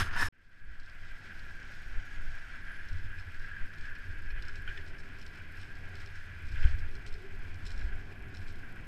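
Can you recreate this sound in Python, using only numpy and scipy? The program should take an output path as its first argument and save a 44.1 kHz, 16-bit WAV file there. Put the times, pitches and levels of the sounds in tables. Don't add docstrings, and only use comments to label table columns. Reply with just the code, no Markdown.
import sys
import numpy as np
from scipy import signal
from scipy.fft import rfft, irfft, next_fast_len
from scipy.io import wavfile
from scipy.ndimage import uniform_filter1d

SR = 44100
rng = np.random.default_rng(int(sys.argv[2]) if len(sys.argv) > 2 else 0)


def transcribe(u):
    v = np.clip(np.atleast_2d(u).T, -1, 1)
    q = np.round(v * 32767).astype(np.int16)
    wavfile.write(sys.argv[1], SR, q)


N = 391166
BREAK_S, RETURN_S = .2858, 0.323
FRAME_HZ = 87.8


def from_db(db):
    return 10 ** (np.asarray(db) / 20)


def rms_one(x):
    return x / np.sqrt(np.mean(x ** 2) + 1e-20)


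def seconds():
    return np.arange(N) / SR


def in_time(rows):
    s, *columns = np.transpose(rows)
    return [np.interp(seconds(), s, column) for column in columns]


def drift(rate):
    step = 40
    r = np.exp(-2 * np.pi * rate * step / SR)
    settling = 2000
    noise = rng.standard_normal(N // step + settling + 2)
    slow = signal.lfilter([1], [1, -2 * r, r * r], noise)[settling:]
    return np.interp(np.arange(N) / step, np.arange(len(slow)), rms_one(slow))


def coloured(x, spectrum):
    size = next_fast_len(N)
    hz = np.arange(1, size // 2 + 2) * SR / size
    at, db = np.transpose(spectrum)
    octaves_outside = np.maximum(np.log2(at[0] / hz), 0) + np.maximum(np.log2(hz / at[-1]), 0)
    gain = from_db(np.interp(np.log(hz), np.log(at), db) - 16.8 * octaves_outside)
    return rms_one(irfft(rfft(x, size) * gain, size)[:N])


def turbulence(spectrum, patchy_db, rate, grit_db=0):
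    edges = np.geomspace(spectrum[0][0] * .8, min(spectrum[-1][0] * 1.2, 20000), 7)
    together, out = drift(rate), 0
    for low, high in zip(edges, edges[1:]):
        grain_db = grit_db * np.minimum(rng.exponential(1, N), 4)
        grains = rng.standard_normal(N) * from_db(grain_db)
        band = signal.sosfilt(signal.butter(2, [low, high], "band", fs=SR, output="sos"), grains)
        out = out + band * from_db(patchy_db * (together + 0.39 * drift(rate)))
    return coloured(out, spectrum)


def resonate(x, hz, width_hz):
    r = np.exp(-np.pi * width_hz / SR)
    top = (1 - r * r) / 2
    return signal.lfilter([top, 0, -top], [1, -2 * r * np.cos(2 * np.pi * hz / SR), r * r], x)


def ring_mode(force, hz, t60):
    q, w = from_db(-60 / (t60 * SR)), 2 * np.pi * hz / SR
    return signal.lfilter([0, np.sin(w)], [1, -2 * q * np.cos(w), q * q], force)


def strike(times, level_db, modes, spread_db, contact_s=.0026):
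    at, out = np.minimum((np.asarray(times) * SR).astype(int), N - 1), np.zeros(N)
    chance = rng.standard_normal((len(at), len(modes)))
    r = np.exp(-1 / (contact_s * SR))
    for k, (hz, db, t60) in enumerate(modes):
        clicks = np.full(N, 1e-18)
        clicks[at] = from_db(level_db + db + spread_db * chance[:, k])
        contact = signal.lfilter([np.sqrt(1 - r * r)], [1, -r], clicks)
        grit = contact * rng.choice([-1, 1], N)
        out += ring_mode(grit, hz, t60)
    return out


def evened(x, window_s):
    level = np.sqrt(uniform_filter1d(x ** 2, int(window_s * SR)) + 1e-9)
    return rms_one(x / level ** 0.76)


def clatter():
    # t/s, body level/dB, bright scrape level/dB, air level/dB
    scrape_levels = [(0.0, -28, -33, -42), (0.008, -29.5, -38.5, -45), (0.028, -34.5, -46, -53),
                     (0.033, -40.5, -49, -57), (0.102, -43.5, -64.5, -73), (0.148, -42, -53, -69),
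                     (0.158, -37.5, -58, -63), (0.212, -36, -46, -51.5), (0.228, -33.5, -47, -49),
                     (0.24, -41.5, -50.5, -56), (0.268, -41, -51.5, -54), (0.285, -47, -59, -61)]
    # f/Hz, relative density/dB
    body_spectrum = [(88, -35), (150, -11.5), (288, -15.5), (377, -17), (613, -26), (697, -15.5),
                     (856, -19.5), (960, -15), (1430, -6), (1690, -3.5), (2150, -15), (3200, -22.5),
                     (4160, -60), (7040, -120)]
    # f/Hz, relative density/dB
    bright_spectrum = [(1650, -25), (2800, -0.5), (3690, -1.5), (4480, -4), (4960, 1), (5340, -2),
                       (5590, -9), (5780, -17), (6200, -2.5), (8060, -46), (13600, -120)]
    # f/Hz, relative density/dB
    air_spectrum = [(3410, -41), (5800, -20), (6350, -6), (7150, -7), (8790, -6.5), (9860, -6.5),
                    (14200, -16), (15500, -27)]
    # f/Hz, width/Hz, level/dB against the layer, layer (0 body, 1 scrape)
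    narrow_rings = [(970, 150, -7.5, 0), (1730, 41, 0, 0), (2440, 70, -16, 0), (3680, 150, -5, 1),
                    (5330, 140, 1, 1)]
    t, levels, out = seconds(), in_time(scrape_levels), 0
    for db, spectrum in zip(levels, (body_spectrum, bright_spectrum, air_spectrum)):
        out = out + from_db(db) * turbulence(spectrum, patchy_db=1.5, rate=47.0, grit_db=3.5)
    second_surge = np.clip((t - .15) / 0.028, 0, 1)
    for hz, width_hz, db, layer in narrow_rings:
        ring = evened(resonate(rng.standard_normal(N), hz, width_hz), 0.015)
        out += from_db(levels[round(layer)] + db) * ring * second_surge
    return out * (t <= BREAK_S)


def wind_and_frame():
    # t/s, wind level/dB, frame hum level/dB
    opening_low = [(0.0, -19, -20), (0.054, -48, -44), (0.096, -30.5, -44), (0.196, -30, -50.5),
                   (0.23, -26, -36.5), (0.28, -33, -45.5)]
    # t/s, level/dB
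    gust_levels = [(0.36, -45), (0.57, -39.5), (0.66, -26.5), (0.8, -31), (0.95, -38), (1.12, -36),
                   (1.3, -50), (1.38, -36), (1.68, -44.5), (1.99, -30), (2.04, -48), (2.18, -32),
                   (2.31, -31), (2.4, -41.5), (2.86, -36.5), (2.9, -29), (3.34, -40), (3.39, -30),
                   (3.58, -43.5), (3.62, -24.5), (3.72, -47), (3.81, -35), (4.02, -41.5), (4.27, -30.5),
                   (5.1, -42), (5.19, -36.5), (5.3, -46), (5.8, -40.5), (6.24, -40.5), (6.4, -48),
                   (6.53, -24), (6.67, -23.5), (7.08, -38), (7.14, -31.5), (7.2, -46), (7.37, -32),
                   (7.56, -39), (7.88, -27.5), (8.17, -47), (8.24, -33), (8.3, -47), (8.42, -35.5),
                   (8.87, -42)]
    # t/s, level/dB
    shock_levels = [(0.4, -56), (0.9, -58.5), (1.3, -59.5), (2.25, -58), (2.29, -44), (2.4, -64.5),
                    (2.9, -56.5), (2.92, -44), (3.07, -48), (4.02, -61.5), (4.08, -43), (4.36, -60),
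                    (4.48, -51.5), (5.16, -54.5), (5.88, -49), (5.92, -46), (6.25, -50.5), (6.59, -44),
                    (6.67, -30.5), (6.72, -41.5), (6.76, -35.5), (6.84, -40), (6.91, -57), (7.69, -46.5),
                    (7.75, -58), (7.98, -45), (8.03, -48), (8.07, -50), (8.83, -54), (8.87, -59)]
    # f/Hz, relative density/dB
    wind_spectrum = [(6, 1.5), (15, 1), (25, -16), (40, -17.5), (55, -21.5), (68, -25)]
    wind_lumps_db, wind_lumps_hz = 1, 4
    hum_lumps_db, hum_lumps_hz = 2.5, 12.5
    frame_width_hz = 17
    opening = seconds() < BREAK_S
    first_wind_db, first_hum_db = in_time(opening_low)
    ride_wind_db = in_time(gust_levels)[0] + wind_lumps_db * drift(wind_lumps_hz)
    ride_hum_db = in_time(shock_levels)[0] + hum_lumps_db * drift(hum_lumps_hz)
    wind_db = np.where(opening, first_wind_db, ride_wind_db)
    hum_db = np.where(opening, first_hum_db, ride_hum_db)
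    wind = evened(coloured(rng.standard_normal(N), wind_spectrum), 0.13)
    shocks = signal.sosfilt(signal.butter(6, 102, fs=SR, output="sos"), rng.standard_normal(N))
    broad_hum = resonate(shocks, FRAME_HZ, 3.0 * frame_width_hz)
    hum = resonate(broad_hum, FRAME_HZ, frame_width_hz)
    return from_db(wind_db) * wind + from_db(hum_db) * evened(hum, 0.083)


def tyres():
    # t/s, roar level/dB before the common gain, hiss level/dB
    rolling_levels = [(0.33, -54, -63), (0.5, -59, -66.5), (0.7, -56, -66), (1.6, -58, -65),
                      (2.6, -56, -65.5), (3.4, -58, -67.5), (4.3, -58, -67), (4.7, -57, -67.5),
                      (5.3, -59, -69), (6.1, -57, -65.5), (6.4, -59.5, -69), (6.55, -55, -67.5),
                      (6.64, -51.5, -58.5), (6.75, -57, -66.5), (6.9, -59, -68.5), (7.5, -59, -68.5),
                      (7.87, -57.5, -67), (8.16, -61, -71), (8.87, -59.5, -69.5)]
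    # f/Hz, relative density/dB
    roar_spectrum = [(590, -16.5), (1000, -20), (1230, -16.5), (1390, -4), (1620, 0.5), (1700, -2.5),
                     (1860, -10.5), (1950, -3.5), (2090, -9), (2300, -8), (2450, -10.5), (2650, -13.5),
                     (2900, -17), (3130, -17), (3400, -22.5), (4420, -47), (7480, -120)]
    # f/Hz, relative density/dB
    hiss_spectrum = [(1880, -28), (3200, -2.5), (3800, -6), (4200, -6), (4450, -6.5), (5330, -6.5),
                     (5940, -14.5), (6510, -12.5), (7090, -20), (7700, -15.5), (9000, -22), (11700, -38),
                     (19800, -120)]
    roar_gain_db = 5.0
    roar_db, hiss_db = in_time(rolling_levels)
    roar = turbulence(roar_spectrum, patchy_db=1.55, rate=20.0, grit_db=1.5)
    hiss = turbulence(hiss_spectrum, patchy_db=1.5, rate=12.0, grit_db=2.0)
    return from_db(roar_db + roar_gain_db) * roar + from_db(hiss_db) * hiss


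def tyre_moan():
    # t/s, lower level/dB, upper level/dB, both before the common gain
    moan_levels = [(1.2, -81, -69), (2.04, -67, -66.5), (2.4, -82, -65), (3.3, -74, -104), (4.16, -67, -81),
                   (4.9, -58, -64), (5.47, -70, -75), (5.899, -60, -60), (6.3, -69, -82), (6.46, -76, -82),
                   (6.7, -60, -64), (7.06, -59.5, -67), (7.229, -49.5, -63), (7.51, -64.5, -64),
                   (7.94, -59, -59.5), (8.87, -64.5, -63.5)]
    # lower f/Hz, upper f/Hz
    moan_hz = (393.6, 714)
    # lower width/Hz, upper width/Hz
    moan_width_hz = (28, 130)
    moan_gain_db = -5.5
    out = 0
    for db, hz, width_hz in zip(in_time(moan_levels), moan_hz, moan_width_hz):
        broad = resonate(rng.standard_normal(N), hz, 2.9 * width_hz)
        out = out + from_db(db + moan_gain_db) * rms_one(resonate(broad, hz, width_hz))
    return out


def case_cavity():
    # t/s, level/dB
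    main_levels = [(0.33, -53), (0.52, -55), (0.62, -51), (1.11, -56), (2.6, -55.5), (2.67, -47.5),
                   (3.11, -54.5), (3.36, -52.5), (3.41, -47.5), (3.82, -54), (3.87, -47), (4.15, -53.5),
                   (4.29, -51.5), (5.2, -58), (6.13, -58), (6.15, -47), (6.38, -64), (6.63, -50),
                   (6.7, -53), (7.33, -72), (7.85, -58), (8.87, -62.5)]
    # t/s, level/dB
    upper_levels = [(0.33, -70), (2.5, -70), (3.6, -64), (5, -65.5), (6.2, -64.5), (6.6, -59), (7, -66.5),
                    (7.8, -64), (8.87, -67)]
    main_hz, main_width_hz = 1630, 174
    upper_hz, upper_width_hz = 2390, 360
    air = rng.standard_normal(N) * from_db(1.5 * drift(16.5))
    main = resonate(resonate(air, main_hz, 1.67 * main_width_hz), main_hz, main_width_hz)
    upper = resonate(resonate(air, upper_hz, upper_width_hz), upper_hz, upper_width_hz)
    main_gain, upper_gain = from_db(in_time(main_levels)[0]), from_db(in_time(upper_levels)[0])
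    return main_gain * rms_one(main) + upper_gain * rms_one(upper)


def chain():
    # t/s, relative strike level/dB
    tick_rows = [(0.798, -40), (0.8321, -47), (0.861, -46), (0.897, -43), (1.394, -46), (1.628, -46),
                 (2.384, -49), (2.5555, -47), (2.8864, -42), (2.93, -46), (2.984, -47), (3.197, -44),
                 (3.3439, -47.5), (3.3962, -48), (3.4611, -48), (3.7365, -47), (3.7824, -46), (3.81, -44),
                 (3.8542, -46), (3.953, -47), (4.4232, -36.5), (4.451, -45), (4.4827, -39.5), (4.556, -40),
                 (4.7756, -49), (4.8639, -48), (4.985, -44), (5.186, -48), (5.196, -48), (5.2142, -42),
                 (5.226, -47), (5.264, -40), (5.614, -43), (5.6317, -45), (5.753, -47), (5.9539, -40),
                 (6.005, -47), (6.061, -40.5), (6.144, -58), (6.4538, -53), (6.488, -46), (6.5211, -52),
                 (6.625, -43), (6.786, -43), (6.913, -49), (6.9524, -42), (7.064, -36.5), (7.14, -43),
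                 (7.5435, -44.5), (7.654, -43), (7.6673, -43), (7.681, -43), (7.705, -36.5), (7.7773, -43),
                 (7.794, -46), (7.811, -48), (7.902, -60), (8.348, -41), (8.3702, -41), (8.404, -55),
                 (8.415, -51), (8.43, -51), (8.482, -44), (8.498, -55), (8.555, -53)]
    # f/Hz, level/dB, decay time t60/s
    low_modes = [(2450, -2, .014), (3060, -3, .009), (3500, -5, .008), (4000, -3, .013), (4250, -3, .011),
                 (4700, -4, .008), (5170, -2, .015), (5500, -3, .011)]
    # f/Hz, level/dB, decay time t60/s
    top_modes = [(6400, -2, .01), (7100, -2, .01), (7750, 0, .011), (8600, -2, .009), (9600, -7, .007),
                 (11400, -12, .006)]
    # start t/s, end t/s, initial level/dB
    chatter_rows = [(3.174, 3.23, -73), (4.557, 4.616, -77), (4.872, 4.912, -71), (4.989, 5.022, -71),
                    (5.324, 5.393, -70), (5.567, 5.717, -73), (5.95, 5.988, -83), (5.995, 6.06, -70.5),
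                    (6.15, 6.19, -72), (6.465, 6.497, -71), (6.512, 6.568, -71), (6.635, 6.656, -70),
                    (6.665, 6.726, -69), (6.79, 6.81, -69), (7.064, 7.098, -65), (7.124, 7.173, -70),
                    (7.651, 7.71, -65.5), (7.699, 7.764, -69), (7.747, 7.89, -72.5), (8.337, 8.463, -76),
                    (8.465, 8.563, -74.5)]
    chatter_per_s, stray_per_s, stray_db = 800.0, 22.0, -68.0
    s, db = np.transpose(tick_rows)
    chance = rng.standard_normal((len(s), 3))
    top_db = -21.5 + chance[:, 2]
    bounce_s = s + 1 / FRAME_HZ + .0015 * chance[:, 0]
    bounce_db = db - 10.5 + 2.5 * np.clip(chance[:, 1], -3, 1)
    s, db, top_db = np.r_[s, bounce_s], np.r_[db, bounce_db], np.r_[top_db, top_db]
    out = strike(s, db - 8.5, low_modes, spread_db=1.5, contact_s=.003)
    out += strike(s, db + top_db, top_modes, spread_db=1.5, contact_s=.0015)

    t, dice = seconds(), rng.random(N)
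    stray = (dice < stray_per_s * from_db(5.0 * drift(3)) / SR) & (t > .9)
    level_db = np.where(stray, stray_db, -200)
    for start, end, chatter_db in chatter_rows:
        on = (t > start) & (t < end) & (dice < chatter_per_s / SR)
        level_db[on] = chatter_db - 13.5 * ((t[on] - start) / (end - start)) ** 2
    hit = level_db > -199
    hit_db = level_db[hit] + 0.54 * rng.standard_normal(N)[hit]
    out += strike(t[hit], hit_db, low_modes, spread_db=2.4)
    return out + strike(t[hit], hit_db - 9, top_modes, spread_db=2.4)


def loose_part():
    # t/s, relative strike level/dB
    jolt_rows = [(2.523, -50), (2.74, -50), (3.184, -49), (3.352, -47), (3.775, -48), (3.958, -42),
                 (4.265, -55), (4.303, -39), (4.36, -58), (4.553, -54), (5.57, -55), (5.601, -48),
                 (5.757, -47)]
    # f/Hz, level/dB, decay time t60/s
    part_modes = [(2410, -4, .025), (2500, -3, .03), (3050, -13, .015), (4240, -13, .022),
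                  (5270, -15, .022)]
    s, db = np.transpose(jolt_rows)
    return strike(s, db, part_modes, spread_db=2.0, contact_s=.007)


def knocks():
    # t/s, relative strike level/dB, struck pitch f/Hz, extra level/dB of the high modes
    knock_rows = [(0.0012, -23, 1520, -14), (0.0045, -29, 1600, -4), (0.0203, -26, 1580, -12),
                  (0.027, -30, 1570, -8), (0.172, -26, 1510, -10), (0.18, -34, 1510, -10),
                  (0.198, -30, 1710, -5), (0.214, -25, 1770, -14), (0.225, -22, 1780, -15),
                  (0.231, -26, 1780, -20), (0.262, -32, 1720, -8), (1.5073, -35, 1610, -22),
                  (2.671, -45, 1580, -17), (3.404, -36, 1620, -22), (3.444, -33, 1630, -24),
                  (3.514, -33, 1635, -24), (3.565, -33, 1630, -23), (3.844, -36.5, 1650, -20),
                  (3.910, -35.5, 1630, -20), (4.489, -33, 1600, -20), (4.6765, -30, 1500, -6.5),
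                  (4.6858, -33, 1630, -11), (4.691, -36, 1500, -9), (4.697, -41, 1800, -5),
                  (4.7058, -36, 1680, -14), (4.712, -36, 1660, -13), (4.772, -40, 1830, 0.5),
                  (4.7764, -37, 1830, -4), (4.786, -37, 1830, -17), (6.557, -41, 1600, -1),
                  (6.578, -45, 1600, 2), (6.63, -38, 1610, -0.5), (6.6398, -37, 1620, -2),
                  (6.67, -41, 1600, 2), (7.814, -40, 1550, -8)]
    # f/Hz, level/dB, decay time t60/s
    case_modes = [(1490, 0, 0.035), (1634, 0, 0.04), (1820, 0, 0.03), (2150, -3, 0.018), (2450, -1, 0.025),
                  (2780, -4, 0.016), (3100, -3, 0.02), (3500, -7, 0.014)]
    loss_db_per_octave = 78
    blow_width_hz = 250
    s, db, struck_hz, bright_db = np.transpose(knock_rows)
    out = strike(s, db + bright_db - 4, case_modes[3:], spread_db=1.5, contact_s=.004)
    for hz, mode_db, t60 in case_modes[:3]:
        octaves_away = np.abs(np.log2(hz / struck_hz))
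        clicks = np.full(N, 1e-18)
        clicks[(s * SR).astype(int)] = from_db(db + mode_db - loss_db_per_octave * octaves_away)
        out += resonate(ring_mode(clicks, hz, t60), hz, blow_width_hz)
    return out


def thumps():
    # centre of the push t/s, relative depth/dB, length/s
    bump_rows = [(1.983, -19, 0.035), (2.285, -26.5, 0.018), (6.6545, -11, 0.013), (6.738, -20, 0.016),
                 (7.852, -21, 0.017)]
    t, push = seconds(), np.zeros(N)
    for s, db, length in bump_rows:
        push -= from_db(db) * np.exp(-(4.3 * (t - s) / length) ** 2 / 2)
    fork = resonate(push, 52, 28)
    return .8 * push + .7 * fork


def traffic_drone():
    # t/s, level/dB
    drone_levels = [(0.33, -55), (0.6, -60), (1.2, -60.5), (2.5, -61), (4, -60.5), (5, -57.5), (6.3, -59),
                    (7.5, -56), (8.87, -54)]
    # f/Hz, relative density/dB
    drone_spectrum = [(65, -53), (110, -16.5), (119, -4), (189, -10.5), (259, -12), (311, -13.5),
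                      (500, -21.5), (700, -30), (873, -29.5), (980, -24), (1100, -24), (1430, -34),
                      (2420, -120)]
    return from_db(in_time(drone_levels)[0]) * turbulence(drone_spectrum, patchy_db=1.0, rate=2.7)


def whistles():
    # t/s, f/Hz, level/dB
    glide_tables = [
        [(1.25, 5600, -120), (1.4, 5730, -76), (2.0, 5700, -76), (2.55, 5600, -76), (2.62, 5600, -120)],
        [(1.3, 6600, -120), (1.6, 6700, -78), (2.55, 6640, -79), (2.64, 6650, -120)],
        [(2.0, 8600, -120), (2.2, 8900, -89), (2.36, 9300, -85), (2.6, 9650, -83), (2.8, 10080, -79),
         (2.92, 10200, -120)],
    ]
    out = 0
    for rows in glide_tables:
        hz, db = in_time(rows)
        r = np.exp(-2 * np.pi * 60.0 / SR)
        breath = rms_one(signal.lfilter([1], [1, -r], rng.standard_normal(N)))
        phase = 2 * np.pi * np.cumsum(hz + 41.0 * drift(7.0)) / SR
        out = out + from_db(db + 2.5 * drift(6.7)) * breath * np.sin(phase)
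    return out


def sizzle():
    # f/Hz, relative density/dB
    sizzle_spectrum = [(5180, -22), (8800, -5.5), (9270, -6), (11700, -1.5), (13500, -10), (14200, -5),
                       (15500, -20)]
    # f/Hz, relative density/dB
    buzz_spectrum = [(6800, -7), (7700, -1), (8600, -7), (10200, -9), (11500, -6), (12500, -3),
                     (14500, -17)]
    # start t/s, length/s, level/dB over the top hiss
    burst_rows = [(.0146, .0062, 2), (.0322, .0026, 0)]
    period_s, sizzle_db = 1.001 / 30, -81
    t, gate = seconds(), 0
    chance = rng.standard_normal((int(N / SR / period_s) + 2, len(burst_rows)))
    strength = from_db(5.0 * np.clip(chance, -3, 1.5))
    for k, (start, length, db) in enumerate(burst_rows):
        period, since = np.divmod(t - start + period_s, period_s)
        gate = gate + from_db(db) * strength[period.astype(int), k] * (since < length)
    smooth_gate = uniform_filter1d(gate, size=30)
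    buzz = smooth_gate * coloured(rng.standard_normal(N), buzz_spectrum)
    hiss = turbulence(sizzle_spectrum, patchy_db=2.3, rate=31.0)
    return from_db(sizzle_db) * (hiss + buzz)


def scene():
    steady = tyres() + tyre_moan() + case_cavity() + traffic_drone() + sizzle()
    blows = chain() + loose_part() + knocks() + thumps()
    out = clatter() + wind_and_frame() + blows + whistles()
    return (out + steady * (seconds() > BREAK_S))[None]


def record(dry):
    fade_in_s, fade_from_db, break_fade_s, cutoff_hz = 1.12, -23, .0005, 15350
    t = seconds()
    onset = np.clip((t - RETURN_S) / 0.004, 0, 1)
    fade_in = np.clip(from_db(fade_from_db) + (t - RETURN_S) / fade_in_s, 0, 1) * onset
    fade_out = np.clip((BREAK_S - t) / break_fade_s, 0, 1)
    gain = np.where(t < BREAK_S, fade_out, fade_in)
    low_pass = signal.ellip(8, .5, 60, cutoff_hz, fs=SR, output="sos")
    return signal.sosfilt(low_pass, dry * gain)


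dry = scene()
out = record(dry)
transcribe(out)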